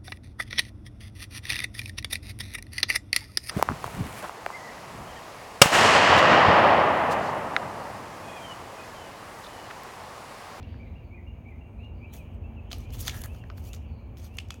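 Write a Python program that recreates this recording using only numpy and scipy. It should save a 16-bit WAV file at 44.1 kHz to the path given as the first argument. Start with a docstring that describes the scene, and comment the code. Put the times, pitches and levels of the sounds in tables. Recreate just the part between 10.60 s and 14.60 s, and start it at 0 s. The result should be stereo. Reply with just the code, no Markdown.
"""Far songbirds over a low outdoor rumble and hum; a hand brushes and taps wooden deck boards.
A paper seed packet is nudged, picked up, flipped and laid down again, close and to the left.
The paper scrapes as its fibres catch and slip, and snaps as it buckles; seeds patter inside
as it turns over. Light knocks ring the boards; a nearby surface throws back a short echo."""
import sys
import numpy as np
from scipy import signal
from scipy.fft import rfft, irfft
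from scipy.io import wavfile
from scipy.ndimage import uniform_filter1d

SR = 44100
rng = np.random.default_rng(int(sys.argv[2]) if len(sys.argv) > 2 else 0)


def int16_out(signal):
    """Quantize to a 16-bit WAV file."""
    q = np.round(np.clip(np.atleast_2d(signal).T, -1, 1) * 32767)
    wavfile.write(sys.argv[1], SR, q.astype(np.int16))


N = 176400
T, HZ = np.arange(N) / SR, np.fft.rfftfreq(N, 1 / SR)


def amp(db):
    """Decibels to gain."""
    return 10 ** (np.asarray(db) / 20)


def unit(x):
    """Scale to rms 1."""
    return x / np.sqrt(np.mean(x ** 2) + 1e-20)


def read(points, hz):
    """Interpolate on a log-frequency axis."""
    point_hz, value = np.transpose(points)
    return np.interp(np.log(hz + 1), np.log(point_hz + 1), value)


def level(points):
    """Gain from a level curve, silent outside it."""
    return amp(np.interp(T, *np.transpose(points), left=-200, right=-200))


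def add(mix, start_s, sound):
    """Mix a sound in at start_s."""
    part = mix[:, round(start_s * SR):][:, :sound.shape[-1]]
    part += sound[..., :part.shape[-1]]


def colour(x, db):
    """Minimum-phase filter from a gain per bin."""
    log_gain = np.log(amp(np.r_[db, db[-2:0:-1]]))
    phase = -signal.hilbert(log_gain).imag[:len(db)]
    return irfft(rfft(x) * amp(db) * np.exp(1j * phase))


def drift(rate_hz):
    """Smooth random wander, rms 1."""
    return unit(irfft(rfft(rng.standard_normal(N)) * np.exp(-(HZ / rate_hz) ** 2)))


def treble(hz, corner_hz=7500):
    """Shelf: 0 below the corner, 1 above."""
    return 1 / (1 + (corner_hz / (hz + 1)) ** 6)


def reverb(x, envelope):
    """Scattered reflections, different per ear."""
    taps = rng.standard_normal((2, SR)) * envelope[:SR]
    return signal.fftconvolve(np.atleast_2d(x), taps / np.linalg.norm(taps[0]), axes=1)[:, :N]


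def noise_bed(spectrum_db):
    """Partly coherent stereo noise, leaning left, rms 1."""
    # left-right likeness: freq_hz, coherence
    likeness = [(30, 0.93), (130, 0.94), (260, 0.74), (500, 0.35), (1000, 0.078), (2500, 0.075),
                (15000, 0.9)]
    # left over right: freq_hz, gain_db
    lean = [(60, 0.54), (180, 0.3), (550, 4), (1650, 4.4), (4970, 7), (15000, 0.59)]
    coherence = read(likeness, HZ)
    left, independent = rfft(rng.standard_normal((2, N)))
    right = coherence * left + np.sqrt(1 - coherence ** 2) * independent
    lean_db = np.outer([.5, -.5], read(lean, HZ))
    return unit(irfft(np.array([left, right]) * amp(spectrum_db + lean_db)))


def outdoors(hum_width_hz=11.7, flicker_db=1):
    """Low rumble, wavering machine hum, haze of far birds and insects."""
    # rumble and haze spectra: freq_hz, gain_db
    air = [(20, -28), (32, -23), (41, -23), (50, 3.5), (62, -3), (100, -1), (124, -11), (160, -13),
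           (195, -15), (255, -15), (320, -22.5), (700, -25), (950, -29.5), (1500, -41)]
    chorus = [(900, 3), (1600, -9), (1950, -15), (2300, 12), (2800, 2.5), (3400, -9.5), (4500, -16),
              (5600, -21), (6600, -12), (7400, -24.5), (11000, -20.5), (15500, -16.5)]
    # distant machine partials: pitch_hz, level_db
    partials = [(76, -48), (229, -56.5), (354, -65.5), (451, -72)]
    # swell of rumble and hum: time_s, gain_db
    swell = [(0, 2.5), (.3, 1), (.55, -1), (1.2, 0), (1.8, 1.5), (3.3, 0.5), (4, -1.5)]
    rumble = amp(-41.5) * noise_bed(read(air, HZ) - 40 * treble(HZ, 3400))
    haze = amp(-65 + flicker_db * drift(13)) * noise_bed(read(chorus, HZ))
    hum = np.zeros(N)
    for hz, db in partials:
        phase = 2 * np.pi * hz * T
        hum += amp(db) * unit(drift(hum_width_hz) * np.cos(phase) + drift(hum_width_hz) * np.sin(phase))
    return (rumble + hum) * amp(np.interp(T, *np.transpose(swell))) + haze


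def shuffle():
    """Skin of the resting hand brushes the wood."""
    # brushing: time_s, level_db
    brush = [(0, -56.5), (.14, -55.5), (.25, -63.5), (.42, -64), (.55, -94)]
    # its spectrum: freq_hz, gain_db
    spectrum = [(100, 18), (900, -21), (1700, 2.5), (3000, 2), (4800, -12), (7500, -26), (15000, -35)]
    return unit(colour(rng.standard_normal((2, N)), read(spectrum, HZ))) * level(brush)


def whistles(notes, waver, waver_hz, dry_db, wet_db, lean_db, t60_s=0.45):
    """Gliding bird notes of unsteady pitch, blurred by distance."""
    song = np.zeros((1, N))
    unsteady = 1 + waver * drift(waver_hz)
    for start_s, length_s, db, *pitches_hz in notes:
        progress = np.linspace(0, 1, int(length_s * SR))
        glide_hz = np.polyval(np.polyfit([0, .5, 1], pitches_hz, 2), progress)
        pitch_hz = glide_hz * np.roll(unsteady, -int(start_s * SR))[:len(progress)]
        envelope = amp(db) * np.sqrt(2) * np.sin(np.pi * progress)
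        add(song, start_s, envelope * np.sin(2 * np.pi * np.cumsum(pitch_hz) / SR))
    heard = amp(dry_db) * song + amp(wet_db) * reverb(song, amp(-60 * T / t60_s))
    return heard * amp([[lean_db / 2], [-lean_db / 2]])


def twitter(centre_hz=2863, width_hz=410, flicker_db=2.5):
    """Distant twittering: a flickering band of noise."""
    # contour: time_s, level_db
    contour = [(1.2, -87), (1.6, -65), (1.8, -73.5), (1.98, -66.5), (2.2, -62), (2.78, -64), (3.0, -71),
               (3.23, -63), (3.45, -76.5), (4, -73)]
    band = np.exp(-((HZ - centre_hz) / width_hz) ** 2)
    noise = unit(irfft(rfft(rng.standard_normal((2, N))) * band))
    return noise * level(contour) * amp(flicker_db * drift(12) + [[2], [-2]])


def songbirds():
    """Slurred notes, thin buzzes, one repeated phrase and a twitter."""
    # calls: start_s, length_s, level_db, start_hz, middle_hz, end_hz
    slur_notes = [(0.023, 0.037, -55.5, 2570, 2770, 2910), (1.178, 0.045, -57.5, 2290, 2520, 2760),
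                  (1.198, 0.099, -53.5, 2690, 2820, 2640), (1.375, 0.17, -57, 2270, 2340, 2300),
                  (1.412, 0.057, -51, 2294, 2540, 2780), (1.572, 0.067, -53.5, 2630, 2470, 2280),
                  (1.831, 0.046, -55.5, 2454, 2640, 2780), (1.962, 0.049, -54, 2935, 2600, 2500),
                  (2.207, 0.1, -58.5, 2226, 2404, 2530), (2.672, 0.073, -56.5, 2410, 2620, 2890),
                  (2.80, 0.046, -55.5, 2890, 2760, 2500), (3.072, 0.08, -56, 2380, 2690, 2940),
                  (3.225, .105, -66, 2900, 2560, 2110), (3.695, 0.11, -60, 2500, 2760, 2990),
                  (3.891, 0.068, -55.5, 2730, 2590, 2380)]
    buzz_notes = [(.05, 0.18, -73, 4460, 4590, 4350), (.24, 0.081, -76, 3850, 3960, 3770),
                  (.42, 0.086, -78.5, 4470, 4400, 4460), (.93, 0.35, -90, 8580, 8650, 8030),
                  (1.16, 0.12, -79, 3920, 3900, 3850), (1.33, 0.104, -78, 4500, 4630, 4580),
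                  (1.485, 0.078, -70, 3940, 3880, 4030), (3.24, .24, -74, 4550, 4410, 4180)]
    # rise, downward break, chirp: offset_s, length_s, gain_db, start_hz, middle_hz, end_hz
    phrase = [(0, 0.047, -1, 2170, 2280, 2370), (0.04, 0.013, 4.5, 2350, 2430, 2410),
              (.056, .042, -0.5, 2360, 2116, 2050), (.163, 0.025, 1.5, 2653, 2770, 2830)]
    # phrase entries: start_s, level_db
    repeats = [(0.186, -54.5), (0.502, -52), (0.843, -53.5)]
    song_notes = [(start_s + offset_s, length_s, level_db + gain_db, *pitches_hz)
                  for start_s, level_db in repeats
                  for offset_s, length_s, gain_db, *pitches_hz in phrase]
    buzzes = whistles(buzz_notes, waver=.04, waver_hz=260, dry_db=-6, wet_db=-3, lean_db=12)
    slurs = whistles(slur_notes, waver=.016, waver_hz=160, dry_db=-4, wet_db=-4.5, lean_db=5)
    song = whistles(song_notes, waver=.017, waver_hz=138, dry_db=-5.5, wet_db=-3.5, lean_db=5)
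    return slurs + buzzes + song + twitter()


def knocks():
    """Fingers and packet strike the boards, which ring briefly."""
    # blows: start_s, level_db
    blows = [(.026, -67), (2.117, -43), (2.13, -36.5), (2.4792, -41), (2.9015, -47)]
    # board modes: pitch_hz, gain_db, t60_s
    modes = [(232, -6.5, 0.037), (700, 0.5, 0.043), (943, -11, 0.036), (1204, -6, 0.045)]
    out, t = np.zeros((2, N)), T[:SR // 5]
    ring = sum(amp(db - 60 * t / t60_s) * np.sin(2 * np.pi * hz * t) for hz, db, t60_s in modes)
    for start_s, db in blows:
        add(out, start_s, amp(db) * ring)
    return out


def snaps(build_s=0.00066, flutter_s=0.0023, ring_db=9.5, ring_octaves=0.22, energy_s=0.0026):
    """Paper buckles: short build, sharp pulse, flutter, coloured by the panel that gives way."""
    # snaps and edge taps: start_s, level_db, ring_hz, bass_db, treble_db
    buckles = [(0.029, -52, 4500, -7, -27), (0.143, -50.5, 1660, 17, -36), (1.246, -61, 3360, -10, -18),
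               (1.537, -60, 6500, 0, 14), (2.106, -52, 3350, -12, -6), (2.1151, -34.5, 3460, 7, -15),
               (2.119, -34.5, 4100, -17, -6), (2.130, -31.5, 3000, -4, -15), (2.1305, -33, 4550, -20, -5),
               (2.184, -48.5, 6460, -9, 42), (2.305, -52, 6000, -4, -7), (2.345, -45.5, 2570, 13, -16),
               (2.4806, -20, 3370, 5.5, -2.5), (2.4956, -29, 2370, -36, -24), (2.618, -47, 12800, -3, 1),
               (2.638, -35.5, 1840, 6.5, 3), (2.659, -38, 1820, 17, 25), (2.748, -48.5, 1430, 10, -31),
               (2.839, -44.5, 1800, 23, -36), (2.9012, -38, 1420, 14, -29), (2.981, -47.5, 1930, 17, -34),
               (3.133, -38, 6700, -26, -8.5), (3.14, -44, 3100, 8, -4), (3.148, -44, 6060, -19, -7),
               (3.164, -50, 6000, 0, -15), (3.571, -49.5, 3040, 4, -1), (3.771, -44.5, 7300, 10, 10),
               (3.7835, -44, 2200, 6, -12), (3.7864, -25.5, 2680, -0.5, -10.5),
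               (3.789, -47, 6650, -33, -12), (3.8865, -53, 6330, -8, -1), (3.906, -30.5, 3130, -2, -10),
               (3.9061, -37, 6840, 0, -6), (3.9424, -46, 7140, 18, 5)]
    # common spectrum: freq_hz, gain_db
    spectrum = [(100, -14.5), (500, -25), (1100, -1), (3000, 0), (6800, -1.5), (8200, -4.5), (12000, -5.5),
                (16000, -17.5)]
    out, hz = np.zeros((2, N)), np.fft.rfftfreq(2048, 1 / SR)
    t = T[:2048] - T[256]
    envelope = np.exp(-abs(t) / np.where(t < 0, build_s, flutter_s))
    for start_s, db, ring_hz, bass_db, treble_db in buckles:
        push = .095 * rng.standard_normal((2, len(t))) * envelope
        push[:, t == 0] = 0.79  # the pulse
        panel_db = ring_db * np.exp(-.5 * (np.log2((hz + 1) / ring_hz) / ring_octaves) ** 2)
        shelves_db = bass_db * (1 - treble(hz, 1700)) + treble_db * treble(hz)
        snap = colour(push, read(spectrum, hz) + panel_db + shelves_db)
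        snap /= np.linalg.norm(snap, axis=1, keepdims=True)
        add(out, start_s + t[0], amp(db) * np.sqrt(energy_s * SR) * snap)
    return out


def flexing(rub, depth_db=2.8):
    """The sheet's resonances shift as it bends, recolouring the rub in short patches."""
    frames = signal.stft(rub, nperseg=256, noverlap=192)[2]
    patches = rng.standard_normal(frames.shape[1:])
    for _ in range(2):
        patches = uniform_filter1d(patches, size=4, axis=0)
        patches = uniform_filter1d(patches, size=11, axis=1)
    frames *= amp(depth_db * unit(patches))
    return unit(signal.istft(frames, nperseg=256, noverlap=192)[1][:, :N])


def sliding(grains_per_s=4100, crinkles_per_s=170, crinkle_db=-11, hiss_gain=0.69, slip_db=2):
    """Fibres catch and slip in clumps of tiny clicks over a soft hiss; creases crinkle."""
    # paper on wood and skin, per move: time_s, level_db
    nudge = [(1.49, -86), (1.522, -73), (1.537, -47), (1.551, -54), (1.568, -52.5), (1.60, -66),
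             (1.67, -80), (1.75, -76.5), (1.82, -96)]
    pick_up = [(2.102, -63), (2.125, -44.5), (2.16, -55.5), (2.195, -52), (2.255, -61), (2.285, -69),
               (2.34, -49), (2.375, -52)]
    flip = [(2.39, -47), (2.41, -47), (2.447, -39), (2.476, -33), (2.497, -36), (2.518, -48),
            (2.575, -46.5), (2.605, -56), (2.618, -48), (2.63, -73), (2.643, -47), (2.662, -51),
            (2.672, -81), (2.70, -69), (2.76, -60.5), (2.83, -73.5), (2.95, -75)]
    lay_down = [(2.95, -73), (2.978, -56), (3.015, -62.5), (3.073, -48.5), (3.12, -64.5), (3.146, -52),
                (3.19, -76), (3.26, -81)]
    straighten = [(3.56, -97), (3.576, -54), (3.62, -58), (3.661, -50.5), (3.70, -74), (3.73, -70),
                  (3.745, -59), (3.76, -69), (3.805, -58), (3.85, -93), (3.90, -69), (3.925, -66),
                  (3.99, -78)]
    # rub spectrum: freq_hz, gain_db
    spectrum = [(150, -16), (700, -1), (1500, -0.5), (3000, 2.5), (4500, 3), (6600, 3), (7800, -1),
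                (10500, 1), (13000, -1), (15600, -1)]
    # treble shelf: time_s, gain_db
    brightness = [(1.55, 2), (1.75, 2), (2.15, -5), (2.29, -8), (2.34, 1.5), (2.38, -5), (2.41, 12.5),
                  (2.447, -8), (2.47, -3), (2.495, -11), (2.52, -6), (2.555, 2.5), (2.63, 8.5), (2.665, 7),
                  (2.71, 0), (3.07, 3), (3.65, -3.5), (3.81, -2), (3.95, 4)]
    catches = amp(-6 * np.minimum(rng.exponential(1, N), 4)) * (rng.random(N) < grains_per_s / SR)
    crinkles = rng.uniform(0.72, 1, N) * (rng.random(N) < crinkles_per_s / SR)
    sizes = unit(catches) + amp(crinkle_db) * unit(crinkles)
    grains = unit(sizes * (rng.choice([-1, 1], N) + .65 * rng.standard_normal((2, N))))
    hiss = hiss_gain * rng.standard_normal((2, N))
    rub = flexing(colour(grains + hiss, read(spectrum, HZ)))
    highs = irfft(rfft(rub) * treble(HZ))
    rub += highs * (amp(np.interp(T, *np.transpose(brightness))) - 1)
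    motion = sum(level(move) for move in (nudge, pick_up + flip, lay_down, straighten))
    return rub * amp(slip_db * drift(110)) * motion


def handling(stereo_spread=0.58):
    """Low bumps and puffs of air as the hand turns the packet."""
    # bumps: time_s, level_db
    bumps = [(2.08, -78), (2.19, -40), (2.25, -44.5), (2.29, -36), (2.35, -38.5), (2.47, -41),
             (2.55, -37.5), (2.65, -40.5), (2.75, -45), (2.9, -55), (3.06, -45.5), (3.2, -63), (3.5, -46),
             (3.62, -60)]
    # their spectrum: freq_hz, gain_db
    spectrum = [(20, -23.5), (45, -2.5), (70, -3), (110, -0.5), (170, -23.5), (500, -26.5), (1500, -55.5)]
    puffs = rng.standard_normal(N) + stereo_spread * rng.standard_normal((2, N))
    return unit(colour(puffs, read(spectrum, HZ) - 60 * treble(HZ, 3200))) * level(bumps)


def seeds(hits_per_s=850):
    """Kernels patter against the pouch, each striking its modes differently."""
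    # tumbling: time_s, level_db
    tumble = [(2.42, -81), (2.47, -70), (2.487, -41), (2.515, -64), (2.535, -49), (2.572, -45),
              (2.60, -54.5), (2.63, -60.5), (2.642, -42.5), (2.66, -47), (2.68, -85)]
    # pouch modes: pitch_hz, gain_db, t60_s
    modes = [(730, -1, 0.013), (1340, -3.5, 0.026), (1695, 2.5, 0.018), (1840, 3, 0.017),
             (2300, -13, 0.015), (2770, -10, .012), (3740, -16, 0.014)]
    rattle, t = np.zeros((2, N)), T[:SR // 10]
    hits = rng.random(N) < hits_per_s / SR
    for hz, db, t60_s in modes:
        strikes = hits * (rng.standard_normal(N) + .5 * rng.standard_normal((2, N)))
        ring = amp(db - 60 * t / t60_s) * np.sin(2 * np.pi * hz * t)
        rattle += signal.fftconvolve(strikes, ring[None], axes=1)[:, :N]
    return unit(rattle) * level(tumble)


def scene(echo_s=.013, echo_decay_s=0.0072, echo_db=-14, tail_db=-14.5, tail_t60_s=0.32):
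    """Packet close and to the left, with a short echo, in open air."""
    # left over right: freq_hz, gain_db
    lean = [(200, 12), (700, 6), (1300, 7.5), (2400, 6.5), (4400, 7.5), (8000, 3), (15000, 7.5)]
    # right channel delay: freq_hz, lag_rad
    lag = [(100, 2.5), (700, -1.5), (1720, 1.9), (2840, -2.6), (4200, 5), (5500, 4), (6600, 6.5),
           (8000, 1.5), (15000, 7)]
    direct = snaps() + sliding() + seeds() + knocks() + shuffle()
    echo = reverb(direct, (T > echo_s) * np.exp(-abs(T - echo_s) / echo_decay_s))
    tail = reverb(direct, amp(-60 * T / tail_t60_s))
    packet = direct + amp(echo_db) * echo + amp(tail_db) * tail
    pan = amp(np.outer([.5, -.5], read(lean, HZ)))
    pan /= np.sqrt((pan ** 2).mean(0))
    delay = np.exp(-1j * np.outer([0, 1], read(lag, HZ)))
    return irfft(rfft(packet) * pan * delay) + handling() + songbirds() + outdoors()


def record(dry):
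    """Low-pass at 16450 Hz."""
    taps = signal.firwin(401, 16450, window=("kaiser", 9), fs=SR)
    return signal.oaconvolve(dry, taps[None], "same")


dry = scene()
out = record(dry)
int16_out(out)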